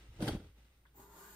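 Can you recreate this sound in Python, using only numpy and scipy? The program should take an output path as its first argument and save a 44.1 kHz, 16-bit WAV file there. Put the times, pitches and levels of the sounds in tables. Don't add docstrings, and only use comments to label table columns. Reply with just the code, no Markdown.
import sys
import numpy as np
from scipy import signal
from scipy.fft import rfft, irfft
from scipy.io import wavfile
from scipy.ndimage import uniform_filter1d, map_coordinates

SR = 44100
rng = np.random.default_rng(int(sys.argv[2]) if len(sys.argv) > 2 else 0)


def bounce(signal):
    frames = np.transpose(np.atleast_2d(signal))
    limited = np.clip(frames, -1, 1)
    pcm = np.round(limited * 32767).astype(np.int16)
    wavfile.write(sys.argv[1], SR, pcm)


N = 59535
TIME, HZ = np.arange(N) / SR, np.arange(N // 2 + 1) * SR / N


def blows():
    # start in seconds, thump gain in dB, pitch of the give in Hz, slap in dB, ring time factor.
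    hits = [(0.2044, -40, 573, -50.5, 0.95), (0.2234, -28, 207.5, -41, 2.26),
            (0.278, -41.5, 403, -35.5, 0.53), (0.2837, -27.5, 310, -39.5, 0.62),
            (0.331, -32, 253.4, -62, 0.33), (0.3467, -33, 184, -73, 0.76), (0.4, -43, 275, -66, 0.36),
            (0.443, -56, 319, -69, 0.54), (0.651, -78, 196, -71.5, 1.4)]
    # pitch in Hz, relative level in dB, seconds to fall 60 dB at a ring time factor of 1.
    bed_modes = [(113, -1.5, 0.14), (184.7, 2, 0.11), (306.5, 3, 0.092), (413.2, -13.5, 0.24),
                 (489.3, -5, 0.14), (585, -7.5, 0.15), (675, -12, 0.065), (776, -12.5, 0.044)]
    # frequency in Hz, relative level in dB.
    slap_colour = [(200, -20), (600, -20), (1000, -11.5), (1450, 9.5), (2200, -13.5), (3200, -3),
                   (3900, -5), (4600, -2.5), (6200, -21), (9500, -11), (12500, -13), (15000, -47)]
    # pitch in Hz, width in Hz, relative level in dB.
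    slap_rings = [(1447, 96, 5), (3234, 120, 8), (4540, 300, 0.5)]
    give_db, give_s, slap_attack_s = -4.5, 0.0035, 0.00092
    thump, slap, afterring = np.zeros((3, N))
    for start, thump_db, give_hz, slap_db, ring_factor in hits:
        age = np.maximum(TIME - start, 0)
        body = 0
        for k, (hz, db, t60) in enumerate(bed_modes):
            mode_db = db + 1.5 * rng.standard_normal() - 60 * age / (t60 * ring_factor)
            body += (-1) ** k * from_db(mode_db) * np.sin(2 * np.pi * hz * age)
        press = age / give_s * np.exp(1 - age / give_s)
        give = -from_db(give_db) * press * np.sin(2 * np.pi * give_hz * age)
        thump += from_db(thump_db) * (give + 0.33 * body)
        slap += from_db(slap_db) * burst(start, slap_attack_s, decay_s=0.0055)
        afterring += from_db(slap_db - 14.5) * burst(start, slap_attack_s, decay_s=0.027)
    return thump + stereo(slap * coloured(white(), slap_colour) + afterring * ringing(slap_rings))


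def hiss():
    # time in seconds, throat level in dB, relative jet level in dB, jaw opening from 0 to 1.
    breath = [(0.92, -91, -103, 0), (0.938, -99, -100, 0), (0.945, -69, -82, 0.17),
              (0.97, -67.5, -75, 0.15), (1.0, -57.5, -66, 0.21), (1.03, -60.5, -66.5, 0.63),
              (1.082, -63.5, -73, 0.28), (1.125, -61.5, -68.5, 0.59), (1.185, -57.5, -62.5, 0.56),
              (1.28, -58.5, -62.5, 0.99), (1.35, -62, -62, 0.63)]
    # pitch in Hz, width in Hz, relative level in dB.
    huff_rings = [(114, 63, -2), (284, 120, -3.5)]
    # frequency in Hz, relative level in dB.
    jet_colour = [(1200, -19), (2300, -4), (3300, -1.5), (5000, -3), (5900, -6), (7200, 8), (8500, -5),
                  (9500, -2.5), (11000, -5.5), (12500, 5.5), (14000, 2), (15500, -4)]
    # frequency in Hz, relative level in dB.
    spit_colour = [(3000, -48), (6000, -21), (7400, -1), (9000, -39), (12500, -7), (14500, -2)]
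    throat_db, jet_db, jaw = in_time(breath)
    hollow = throat(throat_db, jaw)
    huff_noise = evened(ringing(huff_rings), span_s=0.038)
    huff = from_db(-61.5) * burst(0.95, attack_s=0.045, decay_s=0.033) * huff_noise
    jet = from_db(jet_db + 3.5) * coloured(white(), jet_colour)
    spit = from_db(-57) * burst(0.939, attack_s=0.037, decay_s=0.022) * coloured(white(), spit_colour)
    return (hollow + stereo(huff) + reflect(stereo(jet + spit))) * (TIME > breath[0][0])


def throat(level_db, jaw):
    # pitch in Hz, width in Hz and relative level in dB with the jaw half open,
    # then the change in dB from shut to wide open.
    resonances = [(174.6, 12, -15, 10), (299.9, 72, -11.5, -13.5), (388.6, 30.5, -9, -3),
                  (606.3, 530, -11, 0), (861, 21, -9, -1), (957.4, 29, -10, -7), (1040, 72, -10.5, 2),
                  (1188, 64, -11.5, 7), (1449, 43, -12, 9), (1606, 65, -15.5, 11), (1855, 370, -14, 6.5)]
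    jaw_rise_hz, lean_left_db = 28.03, 1.5
    wander_octaves, waver_db = 0.028, 2
    opening = jaw - 0.5
    tones, power = 0, 0
    for hz, width, db, jaw_db in resonances:
        octaves = np.log2(1 + jaw_rise_hz * opening / hz) + wander_octaves * waver()
        band = evened(resonate(white(), hz, width), span_s=0.049)
        gain = from_db(db + jaw_db * opening + waver_db * waver())
        tones += gain * np.array([glide(channel, octaves) for channel in band])
        power += gain ** 2
    pan = from_db(lean_left_db * np.array([[0.5], [-0.5]]))
    return pan * stereo(from_db(level_db) * tones / np.sqrt(power))


def smack():
    # pitch in Hz, width in Hz, relative level in dB.
    mouth_rings = [(1010, 190, -7.5), (1490, 330, -1)]
    # pitch in Hz, width in Hz, relative level in dB.
    peel_rings = [(3250, 570, 0)]
    start_s = 0.853
    tick = from_db(-63) * burst(start_s, attack_s=0.00066, decay_s=0.014) * ringing(mouth_rings)
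    peel = from_db(-75) * burst(start_s + 0.0087, attack_s=0.008, decay_s=0.017) * ringing(peel_rings)
    return stereo(tick + peel)


def paw_skid():
    # frequency in Hz, relative level in dB.
    swish_colour = [(3000, 5), (5000, 12.5), (7000, 2), (10000, 11.5), (12500, 7), (15000, -15)]
    start_s, attack_s, hold_s, decay_s = 0.216, 0.0012, 0.087, 0.011
    age = np.maximum(TIME - start_s, 0)
    slide = np.minimum(age / attack_s, 1) * np.exp(-np.maximum(age - hold_s, 0) / decay_s)
    return reflect(stereo(from_db(-54.5) * slide * coloured(white(), swish_colour)))


def bedding():
    # time in seconds, relative duvet and rustle levels in dB.
    motion = [(0.0, -63.5, -66), (0.106, -69.5, -72), (0.182, -62.5, -66.5), (0.198, -43, -66.5),
              (0.222, -35.5, -53), (0.262, -40.5, -54), (0.282, -31.5, -48.5), (0.294, -31.5, -54.5),
              (0.32, -47, -54.5), (0.354, -42.5, -58.5), (0.38, -52.5, -67.5), (0.488, -68, -74),
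              (0.542, -85, -80.5), (0.588, -66.5, -73.5), (0.722, -87, -78), (0.83, -80.5, -82.5)]
    # frequency in Hz, relative level in dB.
    duvet_colour = [(40, -16), (75, -9.5), (125, 10), (190, -3.5), (320, 2), (450, -4), (600, -9),
                    (850, -9.5), (1300, -29), (3000, -38.5)]
    # frequency in Hz, relative level in dB.
    rustle_colour = [(300, 1), (800, -1.5), (1500, 0.5), (2500, 1), (3200, -2), (3900, -1.5), (4500, -7),
                     (6300, -8), (11000, -17.5), (15000, -29)]
    creases_per_s, spread_db, crease_share = 2500, 2.5, 0.61
    duvet_db, rustle_db = in_time(motion)
    clicks = (rng.random((2, N)) < creases_per_s / SR) * rng.choice([-1, 1], (2, N))
    creases = clicks * from_db(spread_db * np.minimum(rng.exponential(1, (2, N)), 5))
    rustle = coloured(crease_share * rms_one(creases) + (1 - crease_share) * white(), rustle_colour)
    duvet = evened(coloured(white(), duvet_colour), span_s=0.0193)
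    return stereo(from_db(duvet_db - 3) * duvet + from_db(rustle_db + 2.5) * reflect(rustle))


def mattress():
    # start in seconds, length in seconds, level in dB.
    heaves = [(0.079, 0.063, -54.5), (0.162, 0.084, -50.5), (0.279, 0.11, -41), (0.394, 0.12, -57)]
    # frequency in Hz, relative level in dB.
    heave_colour = [(15, -37), (33, -9.5), (57, -5), (85, -4.5), (140, -18.5), (400, -80)]
    swell = 0
    for start, length, db in heaves:
        progress = np.clip((TIME - start) / length, 0, 1)
        swell += from_db(db) * np.sqrt(np.abs(np.sin(np.pi * progress)))
    return swell * evened(coloured(rng.standard_normal(N), heave_colour), span_s=0.033)


def reflect(x, count=12, first_s=0.001, last_s=0.013, echo_db=-4.5):
    lags = (rng.uniform(first_s, last_s, count) * SR).astype(int)
    echoes = sum((-1) ** k * np.pad(x, ((0, 0), (lag, 0)))[:, :N] for k, lag in enumerate(lags))
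    return (x + from_db(echo_db) * echoes / np.sqrt(count)) / np.sqrt(1 + from_db(echo_db) ** 2)


def bedroom(x, t60_s=0.44, wet_db=-14.5, predelay_s=0.011):
    tail = stereo(white()) * from_db(-60 * TIME / t60_s) * (TIME > predelay_s)
    return x + from_db(wet_db) * signal.fftconvolve(x, rms_one(tail) / np.sqrt(N), axes=1)[:, :N]


def room_tone(hum_hz=56.9, air_db=-71):
    # time in seconds, level in dB.
    hum_levels = [(0, -58.5), (.45, -67.5), (.63, -60.5), (.73, -80), (.8, -67.5), (.95, -68),
                  (1.07, -64.5), (1.2, -72), (1.35, -63)]
    # frequency in Hz, relative level in dB.
    air_colour = [(20, -2.5), (60, 5), (120, -2.5), (300, -14.5), (1200, -21.5), (6000, -30.5),
                  (15000, -26)]
    hum_db, = in_time(hum_levels)
    hum = np.sqrt(2) * from_db(hum_db) * np.sin(2 * np.pi * (hum_hz * TIME + rng.random()))
    return hum + from_db(air_db) * stereo(coloured(white(), air_colour))


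def stereo(pair):
    # frequency in Hz, level of the side against the mid in dB.
    image_width = [(120, -65), (280, -87), (500, -10), (900, -5.5), (2400, 1), (5500, -2.5), (7000, -4),
                   (9000, -22)]
    width = gains(image_width)
    mid, side = irfft(rfft(pair) * [np.ones_like(width), width] / np.sqrt(1 + width ** 2), N)
    return np.array([mid + side, mid - side])


def from_db(db):
    return 10 ** (np.asarray(db) / 20)


def rms_one(x):
    return x / np.sqrt(np.mean(x ** 2) + 1e-20)


def in_time(rows):
    times, *columns = np.transpose(rows)
    return [np.interp(TIME, times, column) for column in columns]


def gains(points):
    hz, db = np.transpose(points)
    return from_db(np.interp(np.log(HZ + 1), np.log(hz), db))


def white():
    return rng.standard_normal((2, N))


def coloured(x, spectrum):
    return rms_one(irfft(rfft(x) * gains(spectrum), N))


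def resonate(x, hz, width_hz):
    radius = np.exp(-np.pi * width_hz * np.sqrt(2) / SR)
    section = [1 - radius, 0, radius - 1, 1, -2 * radius * np.cos(2 * np.pi * hz / SR), radius ** 2]
    return rms_one(signal.sosfilt([section, section], x))


def ringing(resonances):
    return rms_one(sum(from_db(db) * resonate(white(), hz, width) for hz, width, db in resonances))


def evened(x, span_s):
    return x / np.sqrt(uniform_filter1d(x ** 2, size=max(int(span_s * SR), 1), axis=-1) + 1e-9)


def burst(start_s, attack_s, decay_s):
    age = np.maximum(TIME - start_s, 0)
    return np.minimum(age / attack_s, 1) * np.exp(-np.maximum(age - attack_s, 0) / decay_s)


def waver(rolloff_hz=6.41):
    return rms_one(irfft(rfft(rng.standard_normal(N)) * np.exp(-(HZ / rolloff_hz) ** 2), N))


def glide(x, octaves):
    return map_coordinates(x, [np.cumsum(2 ** octaves) % (N - 1)], order=1)


def scene():
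    return bedroom(blows() + smack()) + paw_skid() + bedding() + mattress() + hiss() + room_tone()


def record(dry):
    # frequency in Hz, phase by which the left leads in turns.
    mic_phase = [(4500, 0), (6000, .47), (7700, .57), (8500, 1), (9650, 1), (11000, 1.5), (11900, 1.5),
                 (13250, 2), (14700, 2), (15800, 2.45)]
    cutoff_hz = 15800
    turns = np.interp(HZ, *np.transpose(mic_phase))
    heard = irfft(rfft(dry) * np.exp(1j * np.pi * turns * np.array([[1], [-1]])), N)
    return signal.sosfilt(signal.ellip(10, 0.2, 70, cutoff_hz, fs=SR, output="sos"), heard)


dry = scene()
out = record(dry)
bounce(out)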